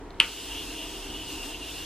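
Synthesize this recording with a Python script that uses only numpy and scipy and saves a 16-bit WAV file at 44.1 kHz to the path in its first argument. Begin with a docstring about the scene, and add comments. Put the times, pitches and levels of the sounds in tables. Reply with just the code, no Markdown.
"""Ventilation rumbles in a quiet room with two wavering fan tones. A finger creaks on the cap of a spray can,
the valve snaps open with a sharp click, and the nozzle mists with a hiss that sings near 3 kHz.
Air and hiss are shaped noise, the singing is noise through resonances plus a whistling sine, and the
creaks and snap are decaying sines with echoes and a room tail for company.
The click overloads the microphone, whose gain control ducks for a moment."""
import sys
import numpy as np
from scipy import signal
from scipy.fft import rfft, irfft, next_fast_len
from scipy.io import wavfile
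from scipy.ndimage import uniform_filter1d, map_coordinates

SR = 44100
rng = np.random.default_rng(int(sys.argv[2]) if len(sys.argv) > 2 else 0)


def unload_wav(signal):
    """Save mono or channel-first audio to the path in sys.argv[1] as 16-bit WAV at rate SR, clipped to [-1, 1]."""
    wavfile.write(
        sys.argv[1],
        SR,
        np.round(np.clip(np.atleast_2d(signal).T, -1, 1) * 32767).astype(np.int16),
    )


N = 81585


def amp(db):
    """Amplitude factor for a level in dB."""
    return 10 ** (np.asarray(db) / 20)


def unit(x):
    """x scaled to rms 1."""
    return x / np.sqrt(np.mean(x ** 2) + 1e-20)


def along(points, hz):
    """Read a curve of (Hz, value) points on a log frequency axis."""
    point_hz, values = np.transpose(points)
    return np.interp(np.log(hz + 1), np.log(point_hz + 1), values)


def curves(rows):
    """One value per sample for each column after the time."""
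    seconds, *columns = np.transpose(rows)
    return [np.interp(np.arange(N) / SR, seconds, column) for column in columns]


def wobble(rate):
    """A smooth random curve with rate knots a second."""
    knots = rng.standard_normal(int(N * rate / SR) + 4)
    return map_coordinates(knots, [np.arange(N) * rate / SR])


def filtered(x, response):
    """x times a complex response of frequency."""
    size = next_fast_len(N + SR // 2)
    spectrum = rfft(x, size) * response(np.fft.rfftfreq(size, 1 / SR))
    return irfft(spectrum, size)[..., :N]


def stereo(mid, side):
    """Left and right from mid and side."""
    return np.array([mid + side, mid - side])


def rush(spectrum, side_db, patchy_db):
    """Stereo turbulence: coloured noise whose mid has rms 1, with patches of random gain."""
    z = signal.stft(rng.standard_normal((2, N)), nperseg=512)[2]
    # smoothing over frequency, then time, makes the patches
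    field = uniform_filter1d(uniform_filter1d(rng.standard_normal(z.shape), 6, 1), 12, 2)
    pair = signal.istft(z * amp(patchy_db * unit(field)), nperseg=512)[1][:, :N]
    mid, side = filtered(pair, lambda hz: amp(along(spectrum, hz) + [0 * hz, along(side_db, hz)]))
    return stereo(mid, side) / np.sqrt(np.mean(mid ** 2))


def band(hz, width_hz):
    """Noise of rms 1 through a resonance applied twice; the width is that of one pass."""
    peak = lambda f: (1j * f * width_hz / (hz * hz - f * f + 1j * f * width_hz)) ** 2
    return unit(filtered(rng.standard_normal(N), peak))


def tone(hz, waver_hz, rate):
    """A sine of rms 1 whose pitch wavers at random."""
    pitch_hz = hz + waver_hz * wobble(rate)
    return np.sqrt(2) * np.sin(2 * np.pi * np.cumsum(pitch_hz) / SR)


def from_left(x, left_db, lag_s):
    """A source slightly left: louder and earlier in the left port."""
    gains = amp([[left_db / 2], [-left_db / 2]])
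    return filtered(x, lambda hz: gains * np.exp(-2j * np.pi * hz * [[0], [lag_s]]))


# Colour of the ventilation rumble. Each row: frequency in Hz, relative density in dB per Hz.
AIR_COLOUR = [(15, -19), (30, -9), (60, -10), (90, -11), (135, -20), (160, -14), (200, -19), (260, -12),
              (450, -12.5), (570, -22.5), (750, -18.5), (1000, -20), (1300, -23.5), (2270, -29.5),
              (5000, -43.5), (11200, -53.5), (15500, -65)]
# Stereo spread of the rumble. Each row: frequency in Hz, side over mid in dB.
AIR_SPREAD = [(25, -60), (65, -48), (90, -29), (150, -12), (200, -12.5), (300, -14.5), (500, -11.5),
              (950, -10.5), (2380, -11.5), (5980, 3.5), (15000, 1)]
AIR_DB = -44.5
# Room resonances under the ventilation. Each row: frequency in Hz, width in Hz, relative level in dB.
HUM_RESONANCES = [(283.7, 26, -6), (353.5, 16, -10.5), (393, 12, -9), (671.3, 68, -11), (933, 64, -11)]
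# Swell of those resonances. Each row: time in seconds, level in dB.
HUM_SWELL = [(0, -46), (.33, -50), (.5, -44), (.67, -48), (.8, -45.5), (1.1, -47.5), (1.33, -44),
             (1.6, -46.5), (1.85, -55.5)]
# Swell of the low fan tone. Each row: time in seconds, level in dB.
THROB_SWELL = [(0.0, -48), (0.066, -49.5), (0.442, -51.5), (0.504, -42.5), (0.628, -60), (0.684, -44.5),
               (0.772, -51), (1.086, -44), (1.118, -57), (1.158, -42), (1.328, -56), (1.426, -45),
               (1.818, -52), (1.85, -57)]
THROB_HZ, THROB_WAVER_HZ = 39.7, 6.9
# Swell of the higher fan tone. Each row: time in seconds, level in dB.
DRONE_SWELL = [(0, -62), (.26, -59), (.48, -55.5), (.61, -47), (.67, -64), (.75, -45), (1.04, -56),
               (1.2, -46), (1.27, -56), (1.33, -40.5), (1.4, -56.5), (1.7, -50), (1.85, -51.5)]
DRONE_HZ, DRONE_WAVER_HZ = 307.3, 9.26


def ventilation():
    """Broad noise rumble, a few narrow resonances humming on it, and two wavering fan tones."""
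    hum_db, = curves(HUM_SWELL)
    throb_db, = curves(THROB_SWELL)
    drone_db, = curves(DRONE_SWELL)
    hum = amp(hum_db) * sum(amp(db) * band(hz, width_hz) for hz, width_hz, db in HUM_RESONANCES)
    throb = amp(throb_db) * tone(THROB_HZ, THROB_WAVER_HZ, 8.5)
    drone = amp(drone_db + 1.26 * wobble(25.2)) * tone(DRONE_HZ, DRONE_WAVER_HZ, 25)
    rumble = amp(AIR_DB + 0.37 * wobble(6.3)) * rush(AIR_COLOUR, AIR_SPREAD, patchy_db=1.03)
    return hum + throb + drone + rumble


# The cap creaks, gives, then snaps. Each row: start in seconds, strength in dB, pitch in Hz.
CAP_CLICKS = [(.1052, -29, 4300), (.1068, -29, 3800), (.1445, -34, 3900), (.186, -38, 3800),
              (.19935, -8, 2800), (.2004, -9, 2800), (.20125, 15, 2950)]
# Ringing modes of the plastic cap. Each row: ratio to the pitch, level in dB, 60 dB decay time in seconds.
CAP_MODES = [(.17, -45.5, 0.021), (.33, -40, 0.0087), (.48, -28, 0.0043), (.77, -11.5, 0.0037),
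             (1, -2, 0.0048), (1.47, -3.5, 0.0013), (3, -12, 0.0021)]
CLICK_ATTACK_S = .0004


def clicks():
    """Every creak and snap rings the plastic cap briefly; neighbouring modes start in opposite sense."""
    out = np.zeros(N + SR)
    t = np.arange(SR // 20) / SR
    attack = (1 - np.exp(-t / CLICK_ATTACK_S)) ** 2
    for start_s, strength_db, pitch_hz in CAP_CLICKS:
        ring = np.zeros(len(t))
        for k, (ratio, level_db, t60) in enumerate(CAP_MODES):
            decay = amp(level_db - 60 * t / t60)
            ring += (-1) ** k * decay * np.sin(2 * np.pi * ratio * pitch_hz * t)
        out[round(start_s * SR):][:len(t)] += amp(strength_db) * ring * attack
    return out[:N]


# Reflections from nearby surfaces. Each row: delay in seconds, level in dB.
SURFACE_ECHOES = [(.0043, -19), (.0056, -20), (.0078, -19), (.0098, -16), (.011, -17), (.0126, -19),
                  (.015, -20), (.0168, -21), (.0212, -21), (.0243, -23), (.028, -23), (.0308, -24),
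                  (.0365, -23), (.039, -25), (.043, -26), (.046, -25), (.051, -28), (.0545, -28)]
ECHO_HZ, ECHO_WIDTH_HZ = 2850, 1100  # the band that the surfaces return


def echoes(x):
    """Nearby surfaces return weak, delayed copies of one frequency band."""
    kept = lambda f: 1j * f * ECHO_WIDTH_HZ / (ECHO_HZ ** 2 - f * f + 1j * f * ECHO_WIDTH_HZ)
    copies = lambda f: sum(amp(db) * np.exp(-2j * np.pi * f * delay_s) for delay_s, db in SURFACE_ECHOES)
    return filtered(x, lambda hz: kept(hz) * copies(hz))


# How long the room rings. Each row: frequency in Hz, 60 dB decay time in seconds.
WALL_DECAY = [(300, 0.4), (1000, 0.39), (1500, 0.27), (2900, 0.32), (3600, .18), (5000, 0.023),
              (12000, 0.066)]
# Colour of the room tail. Each row: frequency in Hz, level in dB.
WALL_TINT = [(300, 6), (930, 2), (1300, 12), (1800, 3.5), (2300, -7), (2900, -10), (3500, -8), (4300, -3.5),
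             (6000, 13), (12000, -28)]
WALL_DB, WALL_DELAY_S, WALL_SIDE_DB = -8.5, 0.0035, -15


def walls(x):
    """The room's answer, a tail of noise in which each frequency dies at its own speed."""
    hz, t, z = signal.stft(rng.standard_normal((2, SR // 2)), SR, nperseg=256)
    shape = amp(along(WALL_TINT, hz)[:, None] - 60 * t / along(WALL_DECAY, hz)[:, None])
    mid, side = signal.istft(z * shape, SR, nperseg=256)[1]
    tail = stereo(mid, amp(WALL_SIDE_DB) * side) / np.sqrt(SR * 0.0086)
    delayed = np.pad(x, (round(WALL_DELAY_S * SR), 0))
    return signal.fftconvolve(delayed[None], tail, axes=1)[:, :N]


# Flow of the spray. Each row: time in seconds, level in dB before the hiss boost.
SPRAY_FLOW = [(0.24, -46), (0.298, -45.5), (0.996, -48.5), (1.252, -50.5), (1.324, -45.5), (1.406, -48.5),
              (1.454, -45.5), (1.558, -50), (1.786, -46.5), (1.85, -47.5)]
# Colour of the jet hiss. 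Each row: frequency in Hz, relative density in dB per Hz.
HISS_COLOUR = [(900, -52), (1500, -10.5), (2200, -9), (2800, -30), (3400, 0), (4200, -4), (6000, -6.5),
               (9500, -10), (11500, -16.5), (12600, -12.5), (14500, -22.5), (16200, -47)]
# Stereo spread of the hiss. Each row: frequency in Hz, side over mid in dB.
HISS_SPREAD = [(900, 14), (1900, -94), (2800, -16), (3800, -8.5), (5000, 0.5), (7500, -0.5), (11500, 8),
               (13000, 11), (16000, 2)]
HISS_BOOST_DB, HISS_WOBBLE_DB = 2.5, .6
# Drift of the nozzle's singing. Each row: time in seconds, level in dB, centre in Hz.
SINGING_DRIFT = [(0.3, -42.5, 3000), (0.346, -43, 2940), (0.54, -39.5, 3020), (0.632, -40.5, 3100),
                 (0.662, -48, 2830), (0.786, -42, 2930), (1.094, -46, 3010), (1.11, -41.5, 3087),
                 (1.448, -45, 2730), (1.474, -48.5, 3040), (1.556, -41.5, 2860), (1.564, -45.5, 3000),
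                 (1.716, -43, 2900), (1.724, -52, 2780), (1.784, -41.5, 2817), (1.85, -47, 3040)]
SING_WIDTH_HZ, SING_LOW_HZ, SING_HIGH_HZ = 610, 2762, 3147
SING_WOBBLE_DB, SING_LEFT_DB, SING_LAG_S = .9, .5, .00002
# Thin edge tone. Each row: time in seconds, level against the singing in dB, pitch in Hz.
EDGE_WHISTLE = [(.3, -4.5, 2850), (.45, -7.5, 2870), (.6, -2, 2814), (.7, -2, 2710), (.83, -5.5, 2843),
                (1, -7.5, 2812), (1.2, -4, 2933), (1.37, -3.5, 2805), (1.47, -0.5, 2800), (1.55, -3, 2778),
                (1.6, -4, 2780), (1.63, -1, 2777), (1.71, -5, 2790), (1.75, 2, 2818), (1.85, -2.5, 2840)]
WHISTLE_WOBBLE_DB, WHISTLE_WAVER_HZ = 3.5, 45
OPEN_S, RISE_S = .197, .004  # valve opening, time constant of the rise


def mist():
    """Broad jet hiss, a noisy resonance whose centre drifts, and a thin whistle start as the valve opens."""
    flow_db, = curves(SPRAY_FLOW)
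    sing_db, sing_hz = curves(SINGING_DRIFT)
    whistle_db, whistle_hz = curves(EDGE_WHISTLE)
    opening = 1 - np.exp(-np.clip(np.arange(N) / SR - OPEN_S, 0, None) / RISE_S)

    hiss_db = flow_db + HISS_BOOST_DB + HISS_WOBBLE_DB * wobble(8.8)
    hiss = amp(hiss_db) * rush(HISS_COLOUR, HISS_SPREAD, patchy_db=1.5)

    # the centre drifts by crossfading two fixed resonances at equal power
    share = np.clip((sing_hz - SING_LOW_HZ) / (SING_HIGH_HZ - SING_LOW_HZ), 0, 1)
    low = np.sqrt(1 - share) * band(SING_LOW_HZ, SING_WIDTH_HZ)
    high = np.sqrt(share) * band(SING_HIGH_HZ, SING_WIDTH_HZ)

    whistle_gain = amp(whistle_db + WHISTLE_WOBBLE_DB * wobble(40.02))
    whistle = whistle_gain * tone(whistle_hz, WHISTLE_WAVER_HZ, 70)

    singing = amp(sing_db + SING_WOBBLE_DB * wobble(25.3)) * (low + high + whistle)
    return opening * (hiss + from_left(singing, SING_LEFT_DB, SING_LAG_S))


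# Ringing modes of the can's body. Each row: frequency in Hz, level in dB, 60 dB decay time in seconds.
CAN_MODES = [(170, -34, .05), (330, -33, .04), (915, -36, .26), (1130, -41, .25), (1246, -36, .3),
             (1340, -33, .09), (1476, -41, .22), (1575, -43, .25), (1963, -37, .2), (2270, -40, .22)]


def can():
    """The final snap rings the body of the can as a set of decaying sines."""
    t = np.clip(np.arange(N) / SR - CAP_CLICKS[-1][0], 0, None)
    return sum(amp(db - 60 * t / t60) * np.sin(2 * np.pi * hz * t) for hz, db, t60 in CAN_MODES)


CLICK_LEFT_DB, CLICK_LAG_S = 1.5, .00003


def scene():
    """The can sits to the left: its click reaches the left port first."""
    click = clicks()
    near = from_left(click + echoes(click) + can(), CLICK_LEFT_DB, CLICK_LAG_S)
    room = amp(WALL_DB) * walls(click)
    return near + room + mist() + ventilation()


DUCK_FROM_DB, DUCK_SHARE, DUCK_BACK_S = -27.5, 2.45, 0.1  # threshold, dB per dB above it, time constant
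CLIP_TOP, TOP_HZ = .96, 16300


def record(dry):
    """Slow gain control that sags after loud sound and creeps back, hard clipping, band limit."""
    power = uniform_filter1d(np.mean(dry ** 2, 0), 882, origin=440)  # over the last 20 ms
    level_db = 10 * np.log10(np.abs(power) + 1e-12)
    duck_db = DUCK_SHARE * np.clip(level_db - DUCK_FROM_DB, 0, None)
    keep = np.exp(-1 / (DUCK_BACK_S * SR))
    for _ in range(2):  # two smoothings delay the sag
        duck_db = signal.lfilter([1 - keep], [1, -keep], duck_db)
    clipped = np.clip(dry * amp(-duck_db), -CLIP_TOP, CLIP_TOP)
    return filtered(clipped, lambda hz: hz < TOP_HZ)


dry = scene()
out = record(dry)
unload_wav(out)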